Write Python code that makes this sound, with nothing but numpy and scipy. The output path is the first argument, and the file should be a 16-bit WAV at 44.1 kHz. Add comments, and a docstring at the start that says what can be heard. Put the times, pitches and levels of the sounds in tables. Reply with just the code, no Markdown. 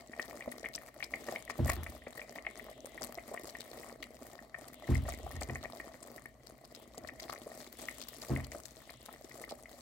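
"""A quiet simmer with a fine crackle throughout: thick soup in a steel pot, heard from close by in a kitchen.
Big vapour bubbles glug as short damped sines, small ones collapse with a ping that the pot rings on, and
bursting skins spit tiny puffs of noise. Dull thuds shake the counter as lumps of dough are handled.
Of the two microphone ports the left faces the pot: it gets more treble, and bubbles mostly a little earlier."""
import sys
import numpy as np
from scipy import signal
from scipy.fft import rfft, irfft, next_fast_len
from scipy.io import wavfile
from scipy.ndimage import uniform_filter1d, map_coordinates

SR = 44100
rng = np.random.default_rng(int(sys.argv[2]) if len(sys.argv) > 2 else 0)


def materialize(psi):
    """Save the field psi as 16-bit PCM at rate SR to the path in sys.argv[1].

    A 1-D psi becomes a single channel; in a 2-D psi each row is a channel.
    """
    bounded = np.clip(np.atleast_2d(psi).T, -1, 1)
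    quanta = np.round(bounded * 32767).astype(np.int16)
    wavfile.write(sys.argv[1], SR, quanta)


N = 432621


def amp(db):
    """Decibels to gain."""
    return 10 ** (np.asarray(db) / 20)


def unit(x):
    """Scaled to rms 1."""
    return x / np.sqrt(np.mean(x ** 2) + 1e-20)


def along(points, hz):
    """Reads (frequency, value) points on a log frequency axis."""
    f, v = np.transpose(points)
    return np.interp(np.log(hz + 1), np.log(f + 1), v)


def wobble(rate):
    """A smooth random curve, rate knots a second."""
    knots = rng.standard_normal(int(N * rate / SR) + 4)
    return map_coordinates(knots, [np.arange(N) * rate / SR])


def filtered(x, response):
    """x times a complex response of frequency."""
    m = next_fast_len(N + SR // 2)
    return irfft(rfft(x, m) * response(np.fft.rfftfreq(m, 1 / SR)), m)[..., :N]


# Course of the simmer: (time [s], strength of the boil [dB], level of the treble fizz [dB])
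SIMMER_COURSE = [(0.0, -57, -65), (0.44, -51, -58.5), (0.98, -56.5, -63), (1.74, -52, -58),
                 (1.91, -54.5, -58), (2.18, -53.5, -59.5), (3.0, -51, -58.5), (3.44, -53.5, -57.5),
                 (3.71, -54.5, -60), (4.42, -55.5, -63.5), (4.83, -53.5, -62), (5.13, -49.5, -55.5),
                 (5.73, -53, -60), (6.58, -59.5, -65.5), (7.23, -52.5, -60), (7.53, -59, -61.5),
                 (7.97, -56.5, -55), (8.22, -60, -59.5), (8.43, -49.5, -58), (8.65, -60.5, -59),
                 (8.98, -57.5, -59.5), (9.8, -60.5, -63.5)]


def curve(column):
    """One column of the simmer's course, a value per sample."""
    rows = np.array(SIMMER_COURSE)
    return np.interp(np.arange(N) / SR, rows[:, 0], rows[:, column])


# Likeness of diffuse sound at the two ports: (frequency [Hz], left-right correlation)
PORT_LIKENESS = [(60, 0.82), (130, 0.82), (640, 1), (1200, 0.06), (2000, 0.28), (4000, 0.22)]


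def rush(spectrum, patchy_db):
    """Stereo noise of rms 1 with patches of random gain in time and pitch."""
    z = signal.stft(rng.standard_normal((2, N)), nperseg=256)[2]
    field = uniform_filter1d(rng.standard_normal(z.shape[1:]), 5, 0)
    field = uniform_filter1d(field, 6, 1)
    pair = signal.istft(z * amp(patchy_db * unit(field)), nperseg=256)[1][:, :N]

    def mid_side_gains(hz):
        turn = np.arccos(np.clip(along(PORT_LIKENESS, hz), -1, 1)) / 2
        return amp(along(spectrum, hz)) * [np.cos(turn), np.sin(turn)]

    mid, side = filtered(pair, mid_side_gains)
    return unit(np.array([mid + side, mid - side]))


def place(s, waves, lag_s, pan_db):
    """Sums one wave per time; the right port hears each lag_s later, the left pan_db louder."""
    out = []
    for side in (1, -1):
        start = np.round((s + (side < 0) * lag_s) * SR).astype(int)
        at = start[:, None] + np.arange(waves[0].shape[-1])
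        wave = waves[int(side < 0)] * amp(side * pan_db / 2)[:, None]
        out.append(np.bincount(np.clip(at, 0, N).ravel(), wave.ravel(), N + 1)[:N])
    return np.array(out)


def crowd(boil, count, clump_db):
    """Times of small bursts, bunched where the boil surges, and their sizes: mostly near 0, seldom large."""
    odds = np.cumsum(amp(clump_db * boil))
    luck = rng.random((count, 2))
    times = np.interp(luck[:, 0], odds / odds[-1], np.arange(N) / SR)
    return times, -np.log(1 - luck[:, 1])


def share(bulk, spread_db, own_db, top_db):
    """How loud one part of each small burst is: its size plus some chance of its own."""
    return np.minimum(spread_db * bulk + own_db * rng.standard_normal(len(bulk)), top_db)


def sputter(rows, count, before_s, after_s, drop_db, detune):
    """Each burst brings a few weaker pops just before and after it."""
    s, db, hz = np.repeat(rows, count, axis=0).T
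    luck = rng.random((len(rows), count, 3)).reshape(-1, 3)
    pop_s = s - before_s + (before_s + after_s) * luck[:, 0]
    pop_db = db - drop_db * (0.3 + luck[:, 1])
    return pop_s, pop_db, hz * np.exp(detune * (2 * luck[:, 2] - 1))


# Spectrum of the house rumble: (frequency [Hz], relative level [dB])
RUMBLE_SPECTRUM = [(15, -77), (25, -35), (54, 9.5), (96, -10), (129, 5), (179, -17.5), (200, -3), (260, -1),
                   (440, -120)]


def house_rumble():
    """Steady low noise of the house behind everything."""
    return amp(-64) * rush(RUMBLE_SPECTRUM, patchy_db=0.0)


# Decay of the kitchen: (frequency [Hz], t60 [s])
KITCHEN_DECAY = [(200, 0.15), (2000, 0.21), (10000, 0.006)]


def kitchen(x):
    """The room's answer, weak in the bass: noise in which each frequency dies at its own speed."""
    hz, t, z = signal.stft(rng.standard_normal((2, SR // 3)), SR, nperseg=256)
    decay = amp(-60 * t / along(KITCHEN_DECAY, hz)[:, None])
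    tail = signal.istft(z * decay, SR, nperseg=256)[1]
    tail = tail / np.linalg.norm(tail[0])
    delayed = np.pad(x, (150, 0))  # samples before the answer begins
    room = signal.fftconvolve(delayed[None], tail, axes=1)[:, :N]
    return filtered(room, lambda hz: 1 / (1 + (150 / (hz + 1)) ** 2))


# Dough on the counter: (time [s], level [dB], hardness [dB per octave], floor shake below 100 Hz [dB])
DOUGH_THUDS = [(1.584, -25, -5, -3), (1.761, -46, 1, 10), (4.883, -20.5, -5, -4), (5.199, -52, -15, 5.5),
               (5.334, -42, -6, 2.5), (5.48, -36, -2.5, -6), (5.549, -55, -7, -2), (6.999, -56, 0.5, 2),
               (8.296, -25.5, -2.5, -8.5)]
# Ringing modes of the counter: (frequency [Hz], relative level [dB], t60 [s])
COUNTER_MODES = [(61.7, -3, 0.73), (80.3, 3.5, 0.49), (122.4, -6.5, 0.18), (131.4, 3, 0.35),
                 (148.7, -17, 0.46), (222.7, -5, 0.42), (269.4, -4, 0.42), (340, 1.5, 0.17),
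                 (421, -10, 0.28)]


def thuds():
    """Each soft blow sets the counter's modes going; low ones swell more slowly, hard blows wake the high."""
    out = np.zeros((2, N + SR))
    t = np.arange(SR * 2 // 3) / SR
    for s, db, hard_db, shake_db in DOUGH_THUDS:
        ring = 0
        for hz, level, t60 in COUNTER_MODES:
            # the phase wanders at random, which roughens the tone
            drift = 4.7 * np.cumsum(rng.standard_normal(len(t))) / np.sqrt(SR)
            mode_db = level + hard_db * np.log2(hz / 100) + shake_db * (hz < 100)
            size = amp(mode_db + rng.normal(0, 0.3, (2, 1)) - 60 * t / t60)
            swell = (1 - np.exp(-t * hz / 1.54)) ** 2
            ring = ring + size * swell * np.sin(2 * np.pi * hz * t + drift + [[.25], [-.25]])
        # the wet, rough part
        slap = amp(4.6 * hard_db - 60 * t / 0.34) * (1 - np.exp(-t / 0.012)) * rng.standard_normal(len(t))
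        slap = signal.sosfilt(signal.butter(2, [300, 1200], "bandpass", fs=SR, output="sos"), slap)
        out[:, round(s * SR):][:, :len(t)] += amp(db) * (ring + 2.1 * slap)
    return out[:, :N]


# Puffs of steam: (time [s], hold [s], level [dB])
STEAM_PUFFS = [(1.124, 0.65, -68.5), (1.69, 0.35, -70), (2.46, 0.51, -68), (3.5, 0.13, -70),
               (4.724, 0.66, -66.5), (6.722, 0.072, -68.5), (7.74, 0.36, -65), (8.77, .33, -69)]
# Spectrum of the steam: (frequency [Hz], relative level [dB])
STEAM_SPECTRUM = [(1800, -35), (2700, -3.5), (3400, -0.5), (4100, -6), (6000, -66)]
PUFF_ATTACK_S, PUFF_RELEASE_S = 0.045, 0.033


def steam_puffs():
    """Each puff of steam is band-shaped noise that swells, holds and fades."""
    t = np.arange(N) / SR
    swell = 0
    for s, hold_s, db in STEAM_PUFFS:
        release = PUFF_ATTACK_S + hold_s
        corners = [0, PUFF_ATTACK_S, release, release + PUFF_RELEASE_S]
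        swell = swell + amp(db) * np.interp(t - s, corners, [0, 1, 1, 0])
    return swell * rush(STEAM_SPECTRUM, patchy_db=.7)


# Spectrum of the fizz, for spits and hiss: (frequency [Hz], relative level [dB])
FIZZ_SPECTRUM = [(2000, -2.5), (2900, -8), (3700, -4.5), (4400, -1.5), (6000, -6.5), (8000, -4),
                 (10000, -10), (15000, -10)]


def spits(s, db, hz, width, life_s, size):
    """Tiny puffs of noise around a centre pitch, partly different at each port."""
    luck = rng.standard_normal((len(s), 3))
    noise = rng.standard_normal((len(s), 3, size))
    f = np.fft.rfftfreq(size, 1 / SR) + 1
    band = 0.3 + np.exp(-(np.log(f / hz[:, None]) / width) ** 2)
    band = band * amp(0.85 * along(FIZZ_SPECTRUM, f))
    noise = irfft(rfft(noise) * band[:, None], size)
    noise = noise / noise.std(axis=2, keepdims=True)
    life = np.arange(size) / SR / (life_s * np.exp(.25 * luck[:, :1]))
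    shape = amp(db)[:, None] * np.exp(-life) * (1 - np.exp(-life / 0.094))
    pair = [shape * (noise[:, 0] + 0.67 * noise[:, k]) for k in (1, 2)]
    return place(s, pair, np.abs(0.00036 + 0.000094 * luck[:, 1]), 4.3 * luck[:, 2])


# Loud spits of bursting skins: (time [s], level [dB], centre [Hz])
LOUD_SPITS = [(.0736, -50.5, 7300), (.2014, -44, 10580), (.22, -38, 5600), (0.256, -44.5, 11400),
              (0.517, -39, 10100), (.61, -61, 8070), (0.739, -38, 4200), (0.7524, -31.5, 5340),
              (1.0293, -40.5, 4180), (1.0423, -33.5, 5400), (1.312, -37.5, 6270), (1.5007, -42, 5800),
              (1.5045, -38, 7840), (1.647, -39, 6920), (1.659, -37, 13950), (1.671, -44, 13700),
              (1.679, -34, 14930), (1.696, -32, 6760), (1.7, -30, 9400), (1.7184, -33, 15000),
              (1.733, -33, 14630), (1.757, -40.5, 13010), (1.834, -35, 11960), (1.8993, -42, 8300),
              (2.8574, -39.5, 8900), (3.0203, -34, 7800), (3.0393, -31.5, 13200), (3.343, -41.5, 8250),
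              (3.4703, -42.5, 8900), (3.4954, -38.5, 5600), (3.6063, -36, 3870), (4.0302, -36, 4030),
              (4.682, -42.5, 12200), (4.734, -42.5, 13200), (4.947, -38.5, 7940), (4.9683, -40, 5400),
              (5.079, -42, 6370), (5.092, -33, 8000), (5.105, -40, 4320), (5.1374, -39.5, 7040),
              (5.3134, -41.5, 10700), (5.413, -37, 8400), (5.4235, -33.5, 8350), (5.6285, -38.5, 4150),
              (6.029, -41, 8300), (6.1, -54, 5060), (6.1624, -41, 15200), (6.47, -43, 4430),
              (6.65, -46, 4800), (6.749, -41, 4160), (6.98, -38.5, 7500), (7.0732, -41, 4600),
              (7.2, -35.5, 4550), (7.231, -41, 4530), (7.2992, -35.5, 4700), (7.3277, -37, 7400),
              (7.727, -41.5, 13700), (8.0158, -35, 3660), (8.086, -35, 14400), (8.218, -34.5, 4430),
              (8.2265, -40, 7240), (8.2486, -41.5, 14590), (8.3538, -42, 11720), (8.3994, -51, 7500),
              (8.4449, -41, 4870), (8.656, -39.5, 7240), (8.9023, -45, 4500), (9.0616, -39.5, 11800),
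              (9.415, -44, 11400), (9.4987, -40, 4700), (9.509, -39.5, 4900)]


def fizz(small_s, bulk, boil):
    """Bursting skins: loud spits that sputter, over a crackle of small ones and a thin hiss."""
    s, db, hz = np.transpose(LOUD_SPITS)
    loud = spits(s, db, hz, width=0.13, life_s=0.00095, size=256)
    pops = sputter(LOUD_SPITS, count=4, before_s=.007, after_s=.012, drop_db=11, detune=.5)
    loud = loud + spits(*pops, width=0.29, life_s=0.0012, size=256)
    small_hz = np.clip(8500 * np.exp(.5 * rng.standard_normal(len(bulk))), 4000, 15500)
    small_db = share(bulk, spread_db=3.5, own_db=5.5, top_db=16)
    crackle = unit(spits(small_s, small_db, small_hz, width=0.33, life_s=0.0011, size=128))
    hiss = amp(-5.5 + 2.4 * boil) * rush(FIZZ_SPECTRUM, patchy_db=2)
    return loud + amp(curve(2)) * unit(crackle + hiss)


# Resonances of the steel pot: (frequency [Hz], width [Hz], level [dB])
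POT_MODES = [(242, 10.3, 6), (358, 350, -6.5), (651, 177, 3), (1131, 180, -5), (1870, 130, 2),
             (2140, 240, -3.5)]


def pot(f):
    """Response of the pot: the direct sound plus its resonances."""
    modes = sum(amp(db) * 1j * f * w / (c * c - f * f + 1j * f * w) for c, w, db in POT_MODES)
    return 0.25 + modes


def bubbles(s, db, hz, cycles, rise, swell, size):
    """Damped sines that live some cycles while their pitch climbs, rung on by the pot."""
    luck = rng.standard_normal((len(s), 3))
    turns = np.arange(size) / SR * hz[:, None]
    life = turns / (cycles * np.exp(.25 * luck[:, :1]))
    wave = np.sin(2 * np.pi * turns * (1 + rise * np.minimum(life, 2)))
    wave = wave * np.exp(-life) * (1 - np.exp(-turns / swell))
    wave = wave * (amp(db) / np.abs(pot(hz)))[:, None]  # offsets the pot's gain at this pitch
    return filtered(place(s, [wave, wave], 9e-5 + 6e-5 * luck[:, 1], 3.1 * luck[:, 2]), pot)


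# Loud pings: (time [s], level before the drive [dB], pitch [Hz])
LOUD_PINGS = [(0.1337, -37.5, 1810), (0.196, -25.5, 1860), (0.408, -37.5, 1940), (0.4224, -39, 2290),
              (0.5213, -37, 1930), (0.6432, -31, 1823), (0.6588, -32.5, 2100), (0.7792, -39, 1860),
              (1.0045, -33.5, 1880), (1.0265, -28, 2280), (1.138, -29.5, 2060), (1.2873, -32.5, 1834),
              (1.3598, -30, 2190), (1.4775, -39.5, 1920), (1.6792, -33, 1860), (1.7004, -45, 2170),
              (1.717, -40, 2430), (1.8643, -30, 1883), (2.0203, -43.5, 1880), (2.0663, -39, 1880),
              (2.177, -37.5, 1900), (2.195, -34.5, 1870), (2.2165, -37.5, 2330), (2.3583, -39, 1900),
              (2.3854, -38.5, 2050), (2.4488, -39, 1910), (2.4673, -25, 2100), (2.596, -39, 1950),
              (2.9776, -40.5, 1950), (3.177, -41, 1890), (3.1857, -39, 2000), (3.3754, -34, 1950),
              (3.5519, -33, 1860), (3.833, -42, 1930), (4.0292, -35.5, 2070), (4.39, -43.5, 1770),
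              (4.5441, -36.5, 1770), (4.8778, -41.5, 1840), (4.9206, -42.5, 1850), (4.9412, -41, 1870),
              (4.9537, -35, 2050), (5.055, -45, 1860), (5.088, -43, 1840), (5.124, -37, 2180),
              (5.14, -45, 2010), (5.3133, -45.5, 1850), (5.3627, -45, 1840), (5.4966, -32, 1890),
              (5.5563, -32.5, 1920), (5.6481, -36, 1870), (5.8, -33, 1840), (6.1802, -46, 1790),
              (6.2567, -42, 1765), (7.089, -37.5, 1850), (7.198, -44, 2010), (7.3602, -41.5, 1900),
              (7.8861, -29, 2000), (8.3624, -34.5, 2020), (8.519, -39, 1950), (8.8935, -42.5, 1920),
              (9.3132, -44.5, 1930), (9.4398, -38.5, 2000), (9.657, -46.5, 2000)]
PING_DRIVE_DB = 6.5  # a short bubble must push the pot this much harder to reach its peak
# small pings: level at the start for a mean boil, swing over the boil's, slow thinning
PING_DB, PING_GROWS, PING_FADES_DB_PER_S = -70, 1.13, 0.94


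def pings(small_s, bulk):
    """Small bubbles collapse near the pitch at which the pot rings best, often a few together."""
    s, db, hz = np.transpose(LOUD_PINGS)
    loud = bubbles(s, db + PING_DRIVE_DB, hz, cycles=3.1, rise=0.0072, swell=0.21, size=900)
    pops = sputter(LOUD_PINGS, count=3, before_s=.002, after_s=.008, drop_db=5, detune=.22)
    loud = loud + bubbles(*pops, cycles=1.37, rise=0.2, swell=0.043, size=600)
    small_hz = 2000 * np.exp(0.15 * rng.standard_normal(len(bulk)))
    small_db = share(bulk, spread_db=4.5, own_db=4, top_db=16)
    small = unit(bubbles(small_s, small_db, small_hz, cycles=1.3, rise=.03, swell=.4, size=400))
    boil_db = curve(1)
    swing_db = PING_GROWS * (boil_db - boil_db.mean())
    return loud + amp(PING_DB + swing_db - PING_FADES_DB_PER_S * np.arange(N) / SR) * small


# Loud glugs: (time [s], level before the drive [dB], pitch [Hz])
LOUD_GLUGS = [(0.194, -37, 490), (0.338, -45, 497), (0.478, -31, 525), (0.641, -41, 660), (1.138, -35, 615),
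              (1.286, -30, 660), (1.326, -32, 660), (1.36, -37, 651), (1.499, -30, 1190), (1.594, -27, 401),
              (1.657, -30.5, 665), (1.688, -30, 670), (1.697, -23.5, 1160), (1.717, -37, 650),
              (2.069, -35.5, 605), (2.468, -37, 630), (2.684, -37.5, 644), (3.016, -31.5, 678),
              (3.089, -39.5, 630), (3.174, -34.5, 640), (3.315, -37, 520), (3.325, -39.5, 638),
              (3.343, -29.5, 585), (4.89, -33, 398), (5.053, -38, 624), (5.086, -30, 650),
              (5.199, -45, 650), (5.266, -33, 630), (5.363, -42, 494), (5.417, -28, 738), (5.494, -34, 390),
              (5.555, -39, 620), (5.636, -34.5, 630), (6.978, -36, 415), (7.041, -33.5, 646),
              (7.249, -43.5, 598), (7.297, -32.5, 1210), (7.328, -34, 1220), (7.462, -36.5, 574),
              (7.5, -43, 624), (7.516, -39.5, 670), (8.225, -37, 626), (8.297, -26.5, 386),
              (8.548, -35, 620), (9.086, -33, 590), (9.384, -43, 590), (9.408, -40, 607),
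              (9.478, -37.5, 630), (9.513, -31.5, 716)]
# Spectrum of the soup's stir: (frequency [Hz], relative level [dB])
STIR_SPECTRUM = [(100, -44), (170, -49), (252, -2.5), (310, -5.5), (507, -8), (625, 1.5), (903, -19.5),
                 (1170, -15.5), (1570, -33), (2010, -11), (2630, -32.5), (3200, -24.5), (4160, -91),
                 (7040, -120)]
GLUG_DRIVE_DB = 6.5  # a short bubble must push the pot this much harder to reach its peak


def gurgle(small_s, bulk, boil):
    """Loud glugs that sputter, higher ones ringing more cycles, over short dry pops and the soup's stir."""
    s, db, hz = np.transpose(LOUD_GLUGS)
    cycles = 0.48 * (hz[:, None] / 640) ** 1.46
    loud = bubbles(s, db + GLUG_DRIVE_DB, hz, cycles=cycles, rise=0.0068, swell=0.079, size=800)
    pops = sputter(LOUD_GLUGS, count=4, before_s=.004, after_s=.012, drop_db=4, detune=.7)
    loud = loud + bubbles(*pops, cycles=1.0, rise=0.21, swell=0.071, size=800)
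    small_hz = np.clip(650 * np.exp(0.542 * rng.standard_normal(len(bulk))), 260, 2500)
    small_db = share(bulk, spread_db=4.5, own_db=3, top_db=15)
    small = unit(bubbles(small_s, small_db, small_hz, cycles=.6, rise=.1, swell=.1, size=600))
    stir = amp(-3 + 1.2 * boil) * rush(STIR_SPECTRUM, patchy_db=4.8)
    return loud + amp(curve(1)) * unit(small + stir)


def scene():
    """House rumble, the counter and the soup close by, and the kitchen's answer."""
    boil = unit(wobble(5) + wobble(11) + .7 * wobble(35))
    # the same small bursts feed the fizz, the pings and the gurgle
    small_s, bulk = crowd(boil, count=2600, clump_db=6)
    soup = steam_puffs() + fizz(small_s, bulk, boil) + pings(small_s, bulk) + gurgle(small_s, bulk, boil)
    near = thuds() + soup
    room = amp(-14) * kitchen(near.mean(axis=0))
    return house_rumble() + room + near


# Tilt between the ports: (frequency [Hz], left over right [dB])
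PORT_TILT = [(60, -1), (130, .5), (250, 1), (600, 0), (1200, 5.5), (2400, 5.2), (4400, 7), (16000, 7)]
TOP_HZ = 15950  # band limit


def record(dry):
    """The left port is brighter, the deepest bass is lost and nothing is kept above the band limit."""
    def response(hz):
        tilt = amp(along(PORT_TILT, hz) / [[2], [-2]])  # half to each port
        bass_loss = 1 / (1 + (30 / (hz + 1)) ** 4)
        return tilt * bass_loss * (hz < TOP_HZ)

    return filtered(dry, response)


dry = scene()
out = record(dry)
materialize(out)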